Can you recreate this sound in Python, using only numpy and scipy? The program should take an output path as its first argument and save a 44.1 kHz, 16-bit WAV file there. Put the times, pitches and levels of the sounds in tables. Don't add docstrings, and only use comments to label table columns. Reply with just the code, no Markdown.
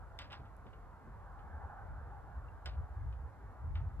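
import sys
import numpy as np
from scipy import signal
from scipy.fft import rfft, irfft
from scipy.io import wavfile
from scipy.ndimage import uniform_filter1d

SR = 44100
rng = np.random.default_rng(int(sys.argv[2]) if len(sys.argv) > 2 else 0)


def output_pcm(signal):
    pcm = np.clip(np.atleast_2d(signal).T, -1, 1) * 32767
    wavfile.write(sys.argv[1], SR, np.round(pcm).astype(np.int16))


N = 176400

# (time [s], level [dB], treble tilt [dB/octave])
HOOK_IMPACTS = [(0.1895, -44, -2), (0.215, -54, -4.5), (.2198, -52, -5), (0.2433, -57, -5.5),
                (0.302, -54, -11), (0.308, -53.5, -8.5), (0.3215, -51, -4), (.329, -46.5, -5),
                (0.4535, -64, -12), (0.6657, -61, -13), (0.731, -61, -13), (1.391, -65.5, -11),
                (2.6584, -42.4, -3), (3.1258, -64.5, -7), (3.7535, -48.5, -12), (3.774, -59, -14)]
# (frequency [Hz], relative level [dB])
CRACK_SPECTRUM = [(300, -39), (1200, -6.5), (3500, 8), (4500, 5), (5300, 5.5), (6100, -11), (8200, -5),
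                  (9100, -26), (11000, -10), (15000, -26)]
# (frequency [Hz], relative level [dB])
POLE_MODES = [(1150, -4), (1388, -3), (1469, -2), (1655, -3), (1991, -3), (2222, -5), (2470, -3),
              (2675, -4), (2788, 0), (3032, 2), (3111, -1), (3407, 0), (3558, -2), (3671, 0), (3936, -5),
              (5005, -2)]
# (frequency [Hz], relative level [dB])
CLATTER_SPECTRUM = [(200, -31), (500, -2), (1400, 0.5), (2300, -7), (3400, -6), (4400, -3.5), (5300, -4.5),
                    (6100, -19.5), (8300, -11.5), (9100, -36), (15000, -54)]
# (frequency [Hz], time to fall 60 dB [s])
CLATTER_DECAY = [(500, 0.19), (2500, 0.25), (5000, 0.16), (8000, 0.078), (12000, 0.059)]
# (time [s], level [dB], frequency [Hz])
HOOK_CLINKS = [(0.734, -72, 2850), (2.485, -70, 2720)]
# (time [s], level [dB])
HOOK_KNOCKS = [(.316, -57.5), (.3415, -60), (2.672, -57)]
# (frequency [Hz], relative level [dB])
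KNOCK_SPECTRUM = [(400, -18), (1200, 12), (2000, 2.5), (3200, -41.5)]
# (time [s], level [dB])
FITTING_TICKS = [(.5655, -77.5)]
# (frequency [Hz], relative level [dB])
TICK_SPECTRUM = [(2000, -15), (9100, -7), (11000, 3), (13000, -17)]
# (time [s], level [dB])
CLOTH_FLAPS = [(.392, -45.5), (.654, -48), (.77, -59), (1.066, -48.5)]
# (frequency [Hz], relative level [dB])
FLAP_SPECTRUM = [(50, -5.5), (110, 6.5), (200, -4), (500, -14), (1200, -30), (6000, -72)]
# (time [s], level [dB])
GUST_LEVELS = [(0, -51), (.35, -56), (.9, -53), (1.02, -61.5), (1.1, -52), (1.6, -51), (1.73, -55.5),
               (1.92, -45.5), (2.32, -53), (2.44, -47.5), (2.62, -54), (2.72, -43), (2.84, -42),
               (2.885, -57), (3.02, -41), (3.27, -46), (3.34, -62), (3.47, -46.5), (3.55, -57.5),
               (3.65, -41), (3.82, -38), (3.92, -48.5), (4, -41.5)]
# (frequency [Hz], relative level [dB])
BUFFET_SPECTRUM = [(15, -38.5), (25, -21.5), (38, -9.5), (50, 1.5), (77, 0), (100, -6), (125, -10),
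                   (170, -26.5), (1500, -110)]
# (time [s], level [dB], Gaussian half-width [s])
LARGE_EDDIES = [(1.561, -40, 0.017), (1.653, -40, 0.015), (2.383, -38.5, 0.017), (2.683, -40, 0.017),
                (2.786, -32, 0.023), (2.916, -37.5, 0.0095), (2.972, -34, 0.008), (3.092, -35.5, 0.018),
                (3.264, -41, 0.012), (3.678, -29.5, 0.0065), (3.772, -32, 0.012), (3.874, -31.5, .011)]
# (time [s], level [dB])
CAR_LEVELS = [(0, -64), (.9, -71), (1.35, -60), (1.62, -53.5), (1.85, -56), (2.25, -60), (2.6, -63),
              (3.1, -66), (4, -72.5)]
# (frequency [Hz], relative level [dB])
TYRE_SPECTRUM = [(200, -22), (450, -7), (660, -6.5), (770, 4), (880, 2), (980, -6), (1380, -6), (1510, -4),
                 (1720, -9.5), (1950, -26.5), (4000, -58.5)]
# (frequency [Hz], relative level [dB])
TOWN_SPECTRUM = [(20, -11.5), (55, 5), (125, 7), (175, 0.5), (250, -.5), (350, -5.5), (600, -3.5),
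                 (850, -.5), (1150, -2.5), (1600, -9.5), (2000, -17.5), (2500, -27.5), (3500, -36),
                 (6000, -48)]
# (frequency [Hz], relative level [dB])
HISS_SPECTRUM = [(1000, -7), (4000, 1.5), (5800, -1.5), (7800, 0), (8600, -5), (9150, -28.5), (9900, -2.5),
                 (11300, 0.5), (12700, -8.5), (13700, -14), (15000, -5.5)]
# (frequency [Hz], correlation [0 to 1])
DIFFUSE_CORRELATION = [(60, 0.78), (300, 0.65), (1000, 0.8), (1900, 1), (3300, 0.099)]


def hook():
    out = noise_bursts(HOOK_KNOCKS, KNOCK_SPECTRUM, rise_s=0.00072, fall_s=0.00072)
    for start, db, tilt_db in HOOK_IMPACTS:
        add(out, start, amp(db) * impact(tilt_db))
    for start, db, hz in HOOK_CLINKS:
        add(out, start, amp(db) * clink(hz))
    out[1] = irfft(rfft(out[1]) * delay(np.fft.rfftfreq(N, 1 / SR), lag_s=0.0001))
    return out


def impact(tilt_db, corner_hz=2320):
    t = np.arange(SR // 3) / SR
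    strike = amp(-4) * (amp(0.65 * tilt_db) * contact_crack(t) + pole_clatter(t) + pole_ring(t))
    return colour(strike, lambda hz: tilt_db * np.log2(np.maximum(hz / corner_hz, 1)))


def contact_crack(t, fall_s=0.0017):
    contact = stereo_noise(len(t), correlation=0.9) * np.exp(-t / fall_s) + 2 * (t == 0)
    return unit_energy(colour(contact, lambda hz: lookup(CRACK_SPECTRUM, hz)))


def pole_clatter(t, rise_s=0.0024, chatter_db=3, chatter_s=0.0025):
    bands, times, modes = signal.stft(stereo_noise(len(t), correlation=0.85), SR, nperseg=128)
    damping = amp(-60 * times / lookup(CLATTER_DECAY, bands)[:, None])
    decaying = signal.istft(modes * damping, nperseg=128)[1][:, :len(t)]
    chatter = unit_rms(uniform_filter1d(rng.standard_normal(len(t)), size=int(chatter_s * SR)))
    clatter = decaying * amp(chatter_db * chatter) * (1 - np.exp(-t / rise_s))
    return unit_energy(colour(clatter, lambda hz: lookup(CLATTER_SPECTRUM, hz)))


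def pole_ring(t, t60_s=0.1, scatter_db=2):
    ring = np.zeros(len(t))
    for hz, db in POLE_MODES:
        gain = amp(db + scatter_db * rng.standard_normal())
        ring += gain * np.sin(2 * np.pi * (hz * t + rng.random()))
    return unit_energy(np.array([ring, ring]) * amp(-60 * t / t60_s))


def clink(hz, t60_s=0.051):
    t = np.arange(SR // 10) / SR
    ring = np.sin(2 * np.pi * hz * t) * amp(-60 * t / t60_s)
    return unit_energy(np.array([ring, ring]))


def fittings():
    return noise_bursts(FITTING_TICKS, TICK_SPECTRUM, rise_s=0.00022, fall_s=0.0023)


def flag():
    return noise_bursts(CLOTH_FLAPS, FLAP_SPECTRUM, rise_s=0.0016, fall_s=0.025)


def wind(smoothing_s=0.033, evenness=0.75):
    gust = envelope(GUST_LEVELS)
    travel = np.cumsum(eddy_speed(20 * np.log10(gust)))
    spectrum = amp(lookup(BUFFET_SPECTRUM, np.fft.rfftfreq(2 * N, 1 / SR)))
    field = irfft(rfft(stereo_noise(2 * N, correlation=0.77)) * spectrum)
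    eddies = unit_rms(np.array([np.interp(travel, np.arange(2 * N), side) for side in field]))
    window = signal.windows.hann(2 * int(smoothing_s * SR) + 1)
    power = signal.fftconvolve((eddies ** 2).mean(0), window / window.sum(), "same")
    return gust * unit_rms(eddies / (abs(power) + 1e-6) ** (evenness / 2))


def thumps(usual_hz=66, scatter=0.08):
    out, t = np.zeros(N), np.arange(N) / SR
    for centre, db, width_s in LARGE_EDDIES:
        hz = usual_hz * eddy_speed(db) * (1 + scatter * rng.standard_normal())
        swell = amp(db) * np.exp(-((t - centre) / width_s) ** 2 / 2)
        out += swell * np.sin(2 * np.pi * (hz * t + rng.random()))
    return out


def eddy_speed(db, usual_db=-44, octaves_per_db=0.015):
    return 2 ** (octaves_per_db * (db - usual_db))


def traffic():
    town = amp(-58) * diffuse_noise(TOWN_SPECTRUM, patch_db=2.5)
    car = envelope(CAR_LEVELS) * diffuse_noise(TYRE_SPECTRUM, patch_db=3.0)
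    return (town + car) * amp([[-0.6], [0.6]])


def hiss():
    return amp(-84) * diffuse_noise(HISS_SPECTRUM, patch_db=0)


def diffuse_noise(spectrum, patch_db):
    hz = np.fft.rfftfreq(2048, 1 / SR)
    a, b, c, d, patches = rng.standard_normal((5, N // 512 + 5, len(hz)))
    patches = uniform_filter1d(patches, size=9, axis=0)
    patches = unit_rms(uniform_filter1d(patches, size=5, axis=1))
    left = a + 1j * b
    right = correlated(left, c + 1j * d, lookup(DIFFUSE_CORRELATION, hz)) * delay(hz, lag_s=0.000082)
    frames = np.array([left, right]) * amp(lookup(spectrum, hz) + patch_db * patches)
    return unit_rms(signal.istft(frames.transpose(0, 2, 1), nperseg=2048, noverlap=1536)[1][:, :N])


def noise_bursts(events, spectrum, rise_s, fall_s):
    out, t = np.zeros((2, N)), np.arange(SR // 4) / SR
    for start, db in events:
        burst = stereo_noise(len(t), correlation=0.87) * (1 - np.exp(-t / rise_s)) * np.exp(-t / fall_s)
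        add(out, start, amp(db) * unit_energy(colour(burst, lambda hz: lookup(spectrum, hz))))
    return out


def stereo_noise(size, correlation):
    left, independent = rng.standard_normal((2, size))
    return np.array([left, correlated(left, independent, correlation)])


def correlated(common, independent, correlation):
    return correlation * common + np.sqrt(1 - correlation ** 2) * independent


def delay(hz, lag_s):
    return np.exp(-2j * np.pi * lag_s * hz)


def colour(x, gain_db, size=4096):
    log_gain = np.log(amp(gain_db(abs(np.fft.fftfreq(size, 1 / SR)))))
    response = np.fft.ifft(np.exp(signal.hilbert(log_gain).conj())).real
    return signal.fftconvolve(x, response[None, :size // 2], axes=1)[:, :x.shape[1]]


def amp(db):
    return 10 ** (np.asarray(db) / 20)


def unit_rms(x):
    return x / np.sqrt(np.mean(x ** 2) + 1e-20)


def unit_energy(x):
    return x / np.sqrt(np.sum(x ** 2) / len(x) / (SR / 100) + 1e-20)


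def lookup(table, hz):
    frequencies, values = np.transpose(table)
    return np.interp(np.log(hz + 1), np.log(frequencies + 1), values)


def envelope(points):
    return amp(np.interp(np.arange(N) / SR, *np.transpose(points)))


def add(mix, start_s, sound):
    part = mix[:, round(start_s * SR):][:, :sound.shape[1]]
    part += sound[:, :part.shape[1]]


def scene():
    cloth, tick, noise_floor = flag(), fittings(), hiss()
    return hook() + tick + cloth + wind() + thumps() + traffic() + noise_floor


def record(dry, cutoff_hz=15400):
    lowpass = signal.firwin(511, cutoff_hz, window=("kaiser", 9), fs=SR)
    return signal.oaconvolve(dry, lowpass[None], "same")


dry = scene()
out = record(dry)
output_pcm(out)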